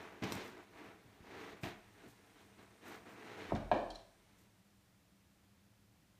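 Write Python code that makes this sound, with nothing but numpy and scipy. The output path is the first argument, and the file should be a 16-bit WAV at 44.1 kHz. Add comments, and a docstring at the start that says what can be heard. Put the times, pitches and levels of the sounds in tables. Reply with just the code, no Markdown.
"""In a living room, a puppy shuffles about on a fabric bean bag, then drops onto the wooden floor.
Shaped noise and scattered tiny clicks make the sliding rub and the crunch of the filling; a sliding tone
makes a faint squeak. The landing is two knocks, built from short swings and ringing boards.
Light claw ticks follow: sharp noise with high pings. A soft coat swish, a faint hum and hiss lie underneath."""
import sys
import numpy as np
from scipy import signal
from scipy.fft import rfft, irfft
from scipy.io import wavfile

SR = 44100
rng = np.random.default_rng(int(sys.argv[2]) if len(sys.argv) > 2 else 0)


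def int16_out(signal):
    """Quantize to a 16-bit WAV file."""
    q = np.round(np.clip(np.atleast_2d(signal).T, -1, 1) * 32767)
    wavfile.write(sys.argv[1], SR, q.astype(np.int16))


N = 273331
TIME = np.arange(N) / SR   # seconds

# Levels here are starting levels; the functions below mix them further.
# t60_s is the time a sound takes to fade by 60 dB. Spectra are relative: they set only the colour.

# Each move makes a sliding rub, on the cover and in the last row on the floor:
# start_s, attack_s, hold_s, rub_t60_s, rub_db, rasp_db
STROKES = [(-.02, 0.0083, 0.0059, 1.27, -51.5, -64), (0.213, 0.022, 0.18, 0.77, -49.5, -57.5),
           (0.542, .04, 0.021, 0.23, -58, -93.5), (0.705, 0.082, 0.1, 0.47, -55.5, -71.5),
           (1.185, 0.21, 0.056, 0.73, -52, -64.5), (1.448, .05, .015, 0.41, -58, -63.5),
           (1.62, 0.023, .06, 0.32, -53, -61.5), (1.926, 0.088, 0.051, 0.22, -63.5, -74.5),
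           (2.36, 0.033, .02, 0.21, -68, -73), (2.564, .03, 0.023, 0.49, -63, -76),
           (2.805, 0.063, .08, 0.45, -54, -64.5), (3.05, 0.0099, 0.06, 2, -57, -72),
           (3.145, 0.12, 0.066, .8, -53.5, -65.5), (3.34, 0.054, 0.091, 0.79, -51.5, -63.5),
           (4.165, 0.047, 0.23, .8, -77, -81.5)]
RASP_RELEASE = 0.66   # the rasp dies sooner than the rub: share of its t60
HEAVE_DB, FUR_DB = -12, -13   # the heaving against the rub; fur's hiss against the rasp
# Fur brushing, on the cover and at last on the floor: start_s, hold_s, level_db
BRUSHES = [(0.292, .03, -59), (.42, .03, -70), (1.608, 0.0091, -62), (2.06, .01, -70.5), (2.377, .01, -81),
           (2.845, 0.038, -64), (3.078, 0.025, -75), (4.36, .015, -75)]
BRUSH_ATTACK_S, BRUSH_T60_S = 0.031, 0.25
# The cover never lies quite still while the puppy is on it
ON_BAG_UNTIL_S, SETTLE_T60_S = 3.6, 3.0
FIDGET_RUB_DB, FIDGET_RASP_DB, FIDGET_FUR_DB = -68.5, -78, -83.5
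CRACKLE_DB, CRACKLES_PER_S = -16, 130   # coarse slips of the filling, against the rub
# Colours of the soft rub, its crisp rasp, the fur and the filling: pitch_hz, level_db_per_hz
CLOTH_SPECTRUM = [(150, -5.5), (260, 6), (350, 5.5), (430, 9), (520, -2.5), (660, 2), (1200, -2.5),
                  (2100, -2.5), (2800, -10), (4000, -26), (8000, -29), (14000, -42.5)]
RASP_SPECTRUM = [(1500, -3), (2600, 3), (3900, 4), (5000, -4), (6500, -5), (8000, -18), (14000, -22.5)]
FUR_SPECTRUM = [(1500, -9), (3500, 1.5), (6000, 3), (8500, 5), (10400, -1.5), (12500, 2.5), (15500, 2)]
FILLING_SPECTRUM = [(280, 2.5), (500, 5), (1200, 10.5), (2300, -4.5), (3500, -7.5), (6000, -16.5),
                    (14000, -48)]
# The sofa close by mirrors the rustle: delay_s, level_db
NEAR_ECHOES = [(.0023, -53), (.0061, -16), (0.0137, -13.5)]

# Paws pushing into the bag: start_s, thud_db, thud_pitch_hz, crunch_db, t60_s
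PAWS = [(0.2219, -39.5, 240, -42, 0.12), (0.2312, -43, 201, -41, 0.27), (0.3212, -50, 268, -57, 0.51),
        (0.35, -62, 111, -51, 0.2), (1.049, -58, 128, -79, 0.15), (1.205, -54, 110.2, -78, 0.057),
        (1.633, -38.5, 214.3, -38, 0.2), (2.042, -53, 332.6, -64, 0.14), (2.063, -53.5, 330, -62, 0.1),
        (2.586, -75, 300, -65, .08), (3.069, -59, 250, -55.5, 0.09)]
# Colours of the dull thud and of the crunch: pitch_hz, level_db_per_hz
THUD_SPECTRUM = [(30, -34.5), (58, -19), (90, 4), (120, 0), (152, -11), (200, 3), (260, -7), (350, -0.5),
                 (500, -17), (900, -59.5)]
CRUNCH_SPECTRUM = [(185, 14), (340, 12.5), (480, -7), (650, 5.5), (950, 1.5), (1300, -4), (2300, 1.5),
                   (4000, -10.5), (7000, -21), (14000, -68)]

# Folds of the cover snapping taut: start_s, level_db, t60_s
SNAPS = [(0.2228, -56, 0.017), (0.2375, -44, 0.04), (0.3213, -31, 0.022), (0.478, -52, 0.026),
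         (0.578, -58, 0.017), (1.127, -73, 0.033), (1.633, -49, 0.044), (2.095, -68, 0.019),
         (3.3324, -58, .015)]
# Colour of a snap: pitch_hz, level_db_per_hz
SNAP_SPECTRUM = [(300, 18), (1000, 9.5), (2300, 0), (4500, 5.5), (8000, -3), (10500, -11), (15000, -4)]
# One faint falling squeak: start_s, length_s, level_db, first_pitch_hz, last_pitch_hz
SQUEAK = (1.99, .1, -70, 1680, 1270)

# Pulses that together build the two knocks on the floor:
# start_s, knock_db, knock_pitch_hz, cycles_to_crest (a count), crack_db, weight_db
LANDING = [(3.5088, -37.5, 920, 0.57, -70, -67.5), (3.5207, -23.5, 710, 0.76, -67.5, -32.5),
           (3.5221, -29, 385, 0.33, -82, -34), (3.535, -39.5, 127, 0.85, -75, -36.5),
           (3.557, -43, 650, 1.3, -48, -47.5), (3.7145, -18, 744, 1.14, -34, -35.5),
           (3.7241, -22, 698, 1, -57, -45), (3.7465, -33, 660, 1.4, -48.5, -44)]
# Low notes of the floor and room: pitch_hz, level_db, t60_s
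FLOOR_MODES = [(39.33, -16.5, 1.237), (67.9, -8, 0.138), (86, -10, 0.59), (111, -3, .35),
               (135.4, -9.5, 0.52), (168, -2.5, 0.24), (211.1, -0.5, 0.41), (231, -3.5, 0.33),
               (284.5, 0, 0.26), (306.6, -13, 0.37), (344, -19.5, 0.45), (347, -3.5, .4), (427, -9, 0.34)]
# Ringing notes of the boards: pitch_hz, level_db, t60_s
BOARD_MODES = [(519.5, -2.5, 0.46), (551, -3.5, 0.5), (617, -9.5, 0.48), (660, -15.5, 0.38),
               (694, -18, 0.42), (794, -12, 0.61), (805, -20, 0.48), (830, -16, 0.57), (948, -10, .42),
               (1103, -8.5, 0.402), (1720, -18.5, .4), (1824, -21, 0.38), (2274, -22, 0.497),
               (2397, -21.5, .6)]
# Colours of the sharp crack and of a knock's blurred wooden tail: pitch_hz, level_db_per_hz
CRACK_SPECTRUM = [(900, 3.5), (1350, 2.5), (1700, 4.5), (2000, -7), (2300, 7), (2550, -5.5), (3100, -4.5),
                  (4300, -14), (5500, -23.5), (14000, -45.5)]
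WOOD_SPECTRUM = [(250, -8.5), (320, -1.5), (480, -8.5), (550, -2), (670, 5), (760, -3), (950, -8),
                 (1100, -9.5), (1350, -26), (1700, -24), (2000, -45), (2400, -29), (3300, -34),
                 (4500, -35.5), (14000, -65)]
# Furniture and walls throwing the knocks back: delay_s, level_db
ECHOES = [(.0031, -2), (.0055, -14), (.0118, -16.5), (0.0355, -24), (.0485, -37.5)]

# The floor sways as the body rolls across it: start_s, attack_s, hold_s, t60_s, level_db
ROLLS = [(3.46, .1, 0.15, 0.73, -53), (3.8, 0.046, .1, 0.28, -59.5)]
# Colour of the rumble around that sway: pitch_hz, level_db_per_hz
RUMBLE_SPECTRUM = [(33, -14), (42, -0.5), (52, 0.5), (65, -9), (120, -19.5), (400, -63)]
SWAY_HZ, RUMBLE_DB = 39.7, -6   # the floor's deep note; the rumble against it

# The coat slides off the bag and over the boards: start_s, attack_s, hold_s, t60_s, level_db
SWISH = (1.5, .5, 1.94, 4.5, -80.5)
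# Colour of that swish: pitch_hz, level_db_per_hz
COAT_SPECTRUM = [(3500, -4), (4900, -8.5), (5700, 1), (7000, -3.5), (8200, 0.5), (9500, 2), (10300, -15),
                 (15000, -24)]

# Claws ticking on the boards: start_s, click_db, ping_db, ping_pitch_hz
CLAWS = [(3.551, -52.5, -55, 3560), (3.563, -53.5, -76, 4250), (3.9029, -50.5, -54.5, 3160),
         (3.9054, -59, -50.5, 4430), (3.9135, -73, -56, 3240), (3.949, -55.5, -68, 5600),
         (3.9553, -52, -49, 4080)]
# Colour of a claw's click: pitch_hz, level_db_per_hz
CLAW_SPECTRUM = [(1000, -2.5), (1600, -8), (2400, -17.5), (3200, -3.5), (3550, -1.5), (3900, 3), (4400, -1),
                 (4950, -9), (5700, -4), (6600, -10.5), (9500, -18), (14000, -33)]

# Fading of the room's reverberation: pitch_hz, t60_s
ROOM_T60 = [(60, 0.4), (250, 0.27), (700, 0.63), (2000, 0.66), (5000, 0.42), (14000, 0.096)]
# Appliance hum: pitch_hz, level_db (rms)
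HUM = [(98, -87.5), (199, -78.5)]
# Colour of the still air: pitch_hz, level_db_per_hz
AIR_SPECTRUM = [(15, -54), (25, -18.5), (69, -7), (93, -6.5), (109, 0.5), (131, -13.5), (202, -4),
                (231, -21), (271, -11.5), (373, -17.5), (404, -21), (637, -20), (1060, -24), (1810, -24.5),
                (15000, -36)]
AIR_DB = -69.5
CUTOFF_HZ = 15250


def rustle():
    """Each move rubs in tiny slips, with brushing fur, a low heaving and coarse crackle."""
    fidget = from_db(-60 * np.maximum(TIME - ON_BAG_UNTIL_S, 0) / SETTLE_T60_S)

    rubs = [swell(s, attack, hold, t60, db) for s, attack, hold, t60, db, _ in STROKES]
    rub = together(rubs + [from_db(FIDGET_RUB_DB) * fidget])
    rasps = [swell(s, attack, hold, RASP_RELEASE * t60, db) for s, attack, hold, t60, _, db in STROKES]
    rasp = together(rasps + [from_db(FIDGET_RASP_DB) * fidget])
    sweeps = [swell(s, BRUSH_ATTACK_S, hold, BRUSH_T60_S, db) for s, hold, db in BRUSHES]
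    brush = together(sweeps + [from_db(FUR_DB) * rasp, from_db(FIDGET_FUR_DB) * fidget])

    soft_slips = rub * grains(CLOTH_SPECTRUM, per_s=3000, spread_db=0.0)
    crisp_slips = rasp * grains(RASP_SPECTRUM, per_s=3000, spread_db=-1.0)
    catching = flutter(per_s=110, depth_db=1.0)   # the rub sticks and lets go
    rubbing = catching * (soft_slips + crisp_slips)
    crackle = from_db(CRACKLE_DB) * rub * grains(FILLING_SPECTRUM, per_s=CRACKLES_PER_S, spread_db=3)
    sliding = rubbing + crackle

    hairs = grains(FUR_SPECTRUM, per_s=2500, spread_db=3)
    fur = brush * hairs * flutter(per_s=80, depth_db=1.7)
    heaving = from_db(HEAVE_DB) * rub * hiss(THUD_SPECTRUM)
    return sliding + reflections(sliding, NEAR_ECHOES) + fur + heaving


def paws(tail):
    """Each push swings the bag, sends a dull thud into the floor and crunches the filling together."""
    thud_shape = sum(burst(s, db, t60, rise_s=0.011) for s, db, _, _, t60 in PAWS)
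    thud = thud_shape * hiss(THUD_SPECTRUM)
    swing = sum(knock(s, db, hz, cycles=0.23) for s, db, hz, _, _ in PAWS)
    floor = ring(sum(click(s, db) for s, db, *_ in PAWS), FLOOR_MODES)
    crunch_shape = sum(burst(s, db, t60, rise_s=0.0008) for s, _, _, db, t60 in PAWS)
    crunch = crunch_shape * grains(CRUNCH_SPECTRUM, per_s=2000, spread_db=5.5)
    push = from_db(0.5) * thud + from_db(4.5) * swing + from_db(-12) * floor
    return push + in_room(crunch, tail, wet_db=-8.5)


def snaps(tail):
    """Folds of cloth pull taut with short sharp bursts of noise."""
    return in_room(ticks(SNAPS, SNAP_SPECTRUM), tail, wet_db=-6.5)


def squeak():
    """A thin tone slides down in pitch as the puppy shifts."""
    s, length, db, first_hz, last_hz = SQUEAK
    along = np.clip((TIME - s) / length, 0, 1)
    hz = first_hz + (last_hz - first_hz) * along
    arch = 2 * np.sqrt(along * (1 - along))   # silent at both ends, full in the middle
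    return from_db(db) * arch * np.sin(2 * np.pi * np.cumsum(hz) / SR)


def landing(tail):
    """Pulses together build the two knocks; the body's weight sets the whole floor booming."""
    knocks = sum(knock(s, db, hz, cycles) for s, db, hz, cycles, _, _ in LANDING)
    cracks = ticks([(s, db, 0.025) for s, _, _, _, db, _ in LANDING], CRACK_SPECTRUM)
    # strong pulses set the boards ringing far more than weak ones
    strengths = [(s, 1.76 * db) for s, db, *_ in LANDING]
    boards = ring(sum(click(s, db) for s, db in strengths), BOARD_MODES)
    wood_shape = sum(burst(s, db, t60=0.58, rise_s=0.014) for s, db in strengths)
    wood = wood_shape * hiss(WOOD_SPECTRUM)
    boom = ring(sum(click(s, db) for s, *_, db in LANDING), FLOOR_MODES)
    contact = knocks + in_room(cracks, tail, wet_db=-1.5) + reflections(knocks + cracks, ECHOES)
    return contact + from_db(-6.5) * boards + from_db(-3.0) * wood + from_db(-7.5) * boom


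def roll():
    """The rolling weight keeps the floor swaying on a deep note with rumble around it."""
    weight = together([swell(*row) for row in ROLLS])
    drift_rad = 0.2 * np.log(10) * wander(per_s=14)   # makes the note waver
    sway = np.sqrt(2) * np.sin(2 * np.pi * SWAY_HZ * TIME + drift_rad)
    return weight * (sway + from_db(RUMBLE_DB) * hiss(RUMBLE_SPECTRUM))


def claws(tail):
    """Each claw clicks and gives a brief high ping."""
    clicks = ticks([(s, db, 0.028) for s, db, _, _ in CLAWS], CLAW_SPECTRUM)
    pings = sum(knock(s, db, hz, cycles=12.0) for s, _, db, hz in CLAWS)
    return in_room(clicks, tail, wet_db=-4.0) + pings


def coat_swish():
    """The sliding coat is a high noise that slowly swells and dies away."""
    return swell(*SWISH) * hiss(COAT_SPECTRUM)


def appliance_hum():
    """Low steady tones waver a little in phase and level."""
    hum = np.zeros(N)
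    for hz, db in HUM:
        drift_rad = 0.65 * np.log(10) * wander(per_s=11)
        hum += from_db(db) * np.sqrt(2) * np.sin(2 * np.pi * hz * TIME + drift_rad)
    return hum * flutter(per_s=9.43, depth_db=1.5)


def still_air():
    """The air is a faint, steady coloured noise."""
    return from_db(AIR_DB) * hiss(AIR_SPECTRUM)


def reverberation():
    """The room's blurred answer to a click: bands of noise, each dying at its own rate; energy 1."""
    age, bands = TIME[:SR], []
    edges = np.geomspace(40, 16000, 10)
    for low, high in zip(edges, edges[1:]):
        band_filter = signal.butter(2, [low, high], "band", fs=SR, output="sos")
        band = signal.sosfilt(band_filter, rng.standard_normal(SR))
        t60 = at_hz(ROOM_T60, np.sqrt(low * high))
        bands.append(band * np.exp(-np.log(1000) * age / t60))
    build_up = 1 - np.exp(-age / 0.0022)
    return rms_one(sum(bands) * build_up) / np.sqrt(SR)


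def in_room(x, tail, wet_db):
    """Add the room's reverberation to a sound."""
    return x + from_db(wet_db) * signal.fftconvolve(x, tail)[:N]


def reflections(x, echoes):
    """Nearby surfaces throw a sound back a few times, later and at other levels."""
    return sum(from_db(db) * np.interp(TIME - delay, TIME, x, left=0) for delay, db in echoes)


def knock(s, db, hz, cycles):
    """A pulse swings at its own pitch, swelling quickly and dying away."""
    swing = np.clip((TIME - s) * hz, 0, 20 * cycles)   # cycles since the start
    shape = (swing / cycles * np.exp(1 - swing / cycles)) ** 2   # crest after the given cycles
    return from_db(db) * shape * np.sin(2 * np.pi * swing)


def ring(x, modes):
    """A unit click sets each mode ringing at its own height, signs alternating."""
    out = np.zeros(N)
    for k, (hz, db, t60) in enumerate(modes):
        r = np.exp(-np.log(1000) / (t60 * SR))   # fading per sample
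        w = 2 * np.pi * hz / SR                  # turn per sample
        # the tiny offset keeps the filter's numbers away from zero
        mode = signal.lfilter([0, np.sin(w)], [1, -2 * r * np.cos(w), r * r], x + 1e-18)
        out += (-1) ** k * from_db(db) * mode
    return out


def ticks(rows, spectrum):
    """Short sharp contacts are noise with a very quick rise."""
    return sum(burst(s, db, t60, rise_s=0.00025) for s, db, t60 in rows) * hiss(spectrum)


def click(s, db):
    """A click is a single sample."""
    return from_db(db) * (np.arange(N) == round(s * SR))


def burst(s, db, t60, rise_s):
    """A burst's envelope rises quickly and falls exponentially."""
    age = np.clip(TIME - s, 0, 2 * t60)
    return from_db(db) * (1 - np.exp(-age / rise_s)) * np.exp(-np.log(1000) * age / t60)


def swell(s, attack_s, hold_s, t60, db):
    """A movement's envelope gathers speed, holds and dies away."""
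    rise = np.clip((TIME - s) / attack_s, 0, 1)
    since_end = np.clip(TIME - s - attack_s - hold_s, 0, 2 * t60)
    return from_db(db) * rise * np.exp(-np.log(1000) * since_end / t60)


def together(gains):
    """Unrelated noises add in power."""
    return np.sqrt(sum(gain ** 2 for gain in gains))


def wander(per_s):
    """Random values, per_s of them each second, joined by straight lines."""
    return np.interp(TIME * per_s, np.arange(N), rng.standard_normal(N))


def flutter(per_s, depth_db):
    """A gain wanders at random."""
    return from_db(depth_db * wander(per_s))


def grains(spectrum, per_s, spread_db):
    """Many tiny slips of uneven size fall at random moments."""
    sizes = from_db(spread_db * np.clip(rng.standard_normal(N), -2, 2))
    signs = rng.choice([-1, 1], N)
    slips = rng.random(N) < per_s / SR
    return colour(sizes * signs * slips, spectrum)


def hiss(spectrum):
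    """Smooth coloured noise."""
    return colour(rng.standard_normal(N), spectrum)


def colour(x, spectrum):
    """Give a steady noise a spectrum that falls away below its first point; rms 1."""
    hz = np.arange(N // 2 + 1) * SR / N
    skirt = np.minimum(hz / spectrum[0][0], 1) ** 2
    return rms_one(irfft(rfft(x) * from_db(at_hz(spectrum, hz)) * skirt, N))


def at_hz(points, hz):
    """Read a table between its points, with pitch on a log scale."""
    known_hz, values = np.transpose(points)
    return np.interp(np.log(np.maximum(hz, 1)), np.log(known_hz), values)


def rms_one(x):
    """Scale a sound to an rms level of 1."""
    return x / np.sqrt(np.mean(x ** 2) + 1e-20)


def from_db(db):
    """Turn decibels into a plain gain."""
    return 10 ** (np.asarray(db) / 20)


def scene():
    """The bag, the fall and the claws in a quiet room."""
    tail = reverberation()
    bag = rustle() + paws(tail) + snaps(tail) + squeak()
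    fall = landing(tail) + roll() + claws(tail) + coat_swish()
    room = appliance_hum() + still_air()
    return (bag + fall + room)[None]   # one channel


def record(dry):
    """The microphone loses the deepest bass and the top is cut."""
    bass_cut = signal.butter(4, 30, "high", fs=SR, output="sos")
    top_cut = signal.ellip(10, 0.2, 70, CUTOFF_HZ, fs=SR, output="sos")
    return signal.sosfilt(top_cut, signal.sosfilt(bass_cut, dry))


dry = scene()
out = record(dry)
int16_out(out)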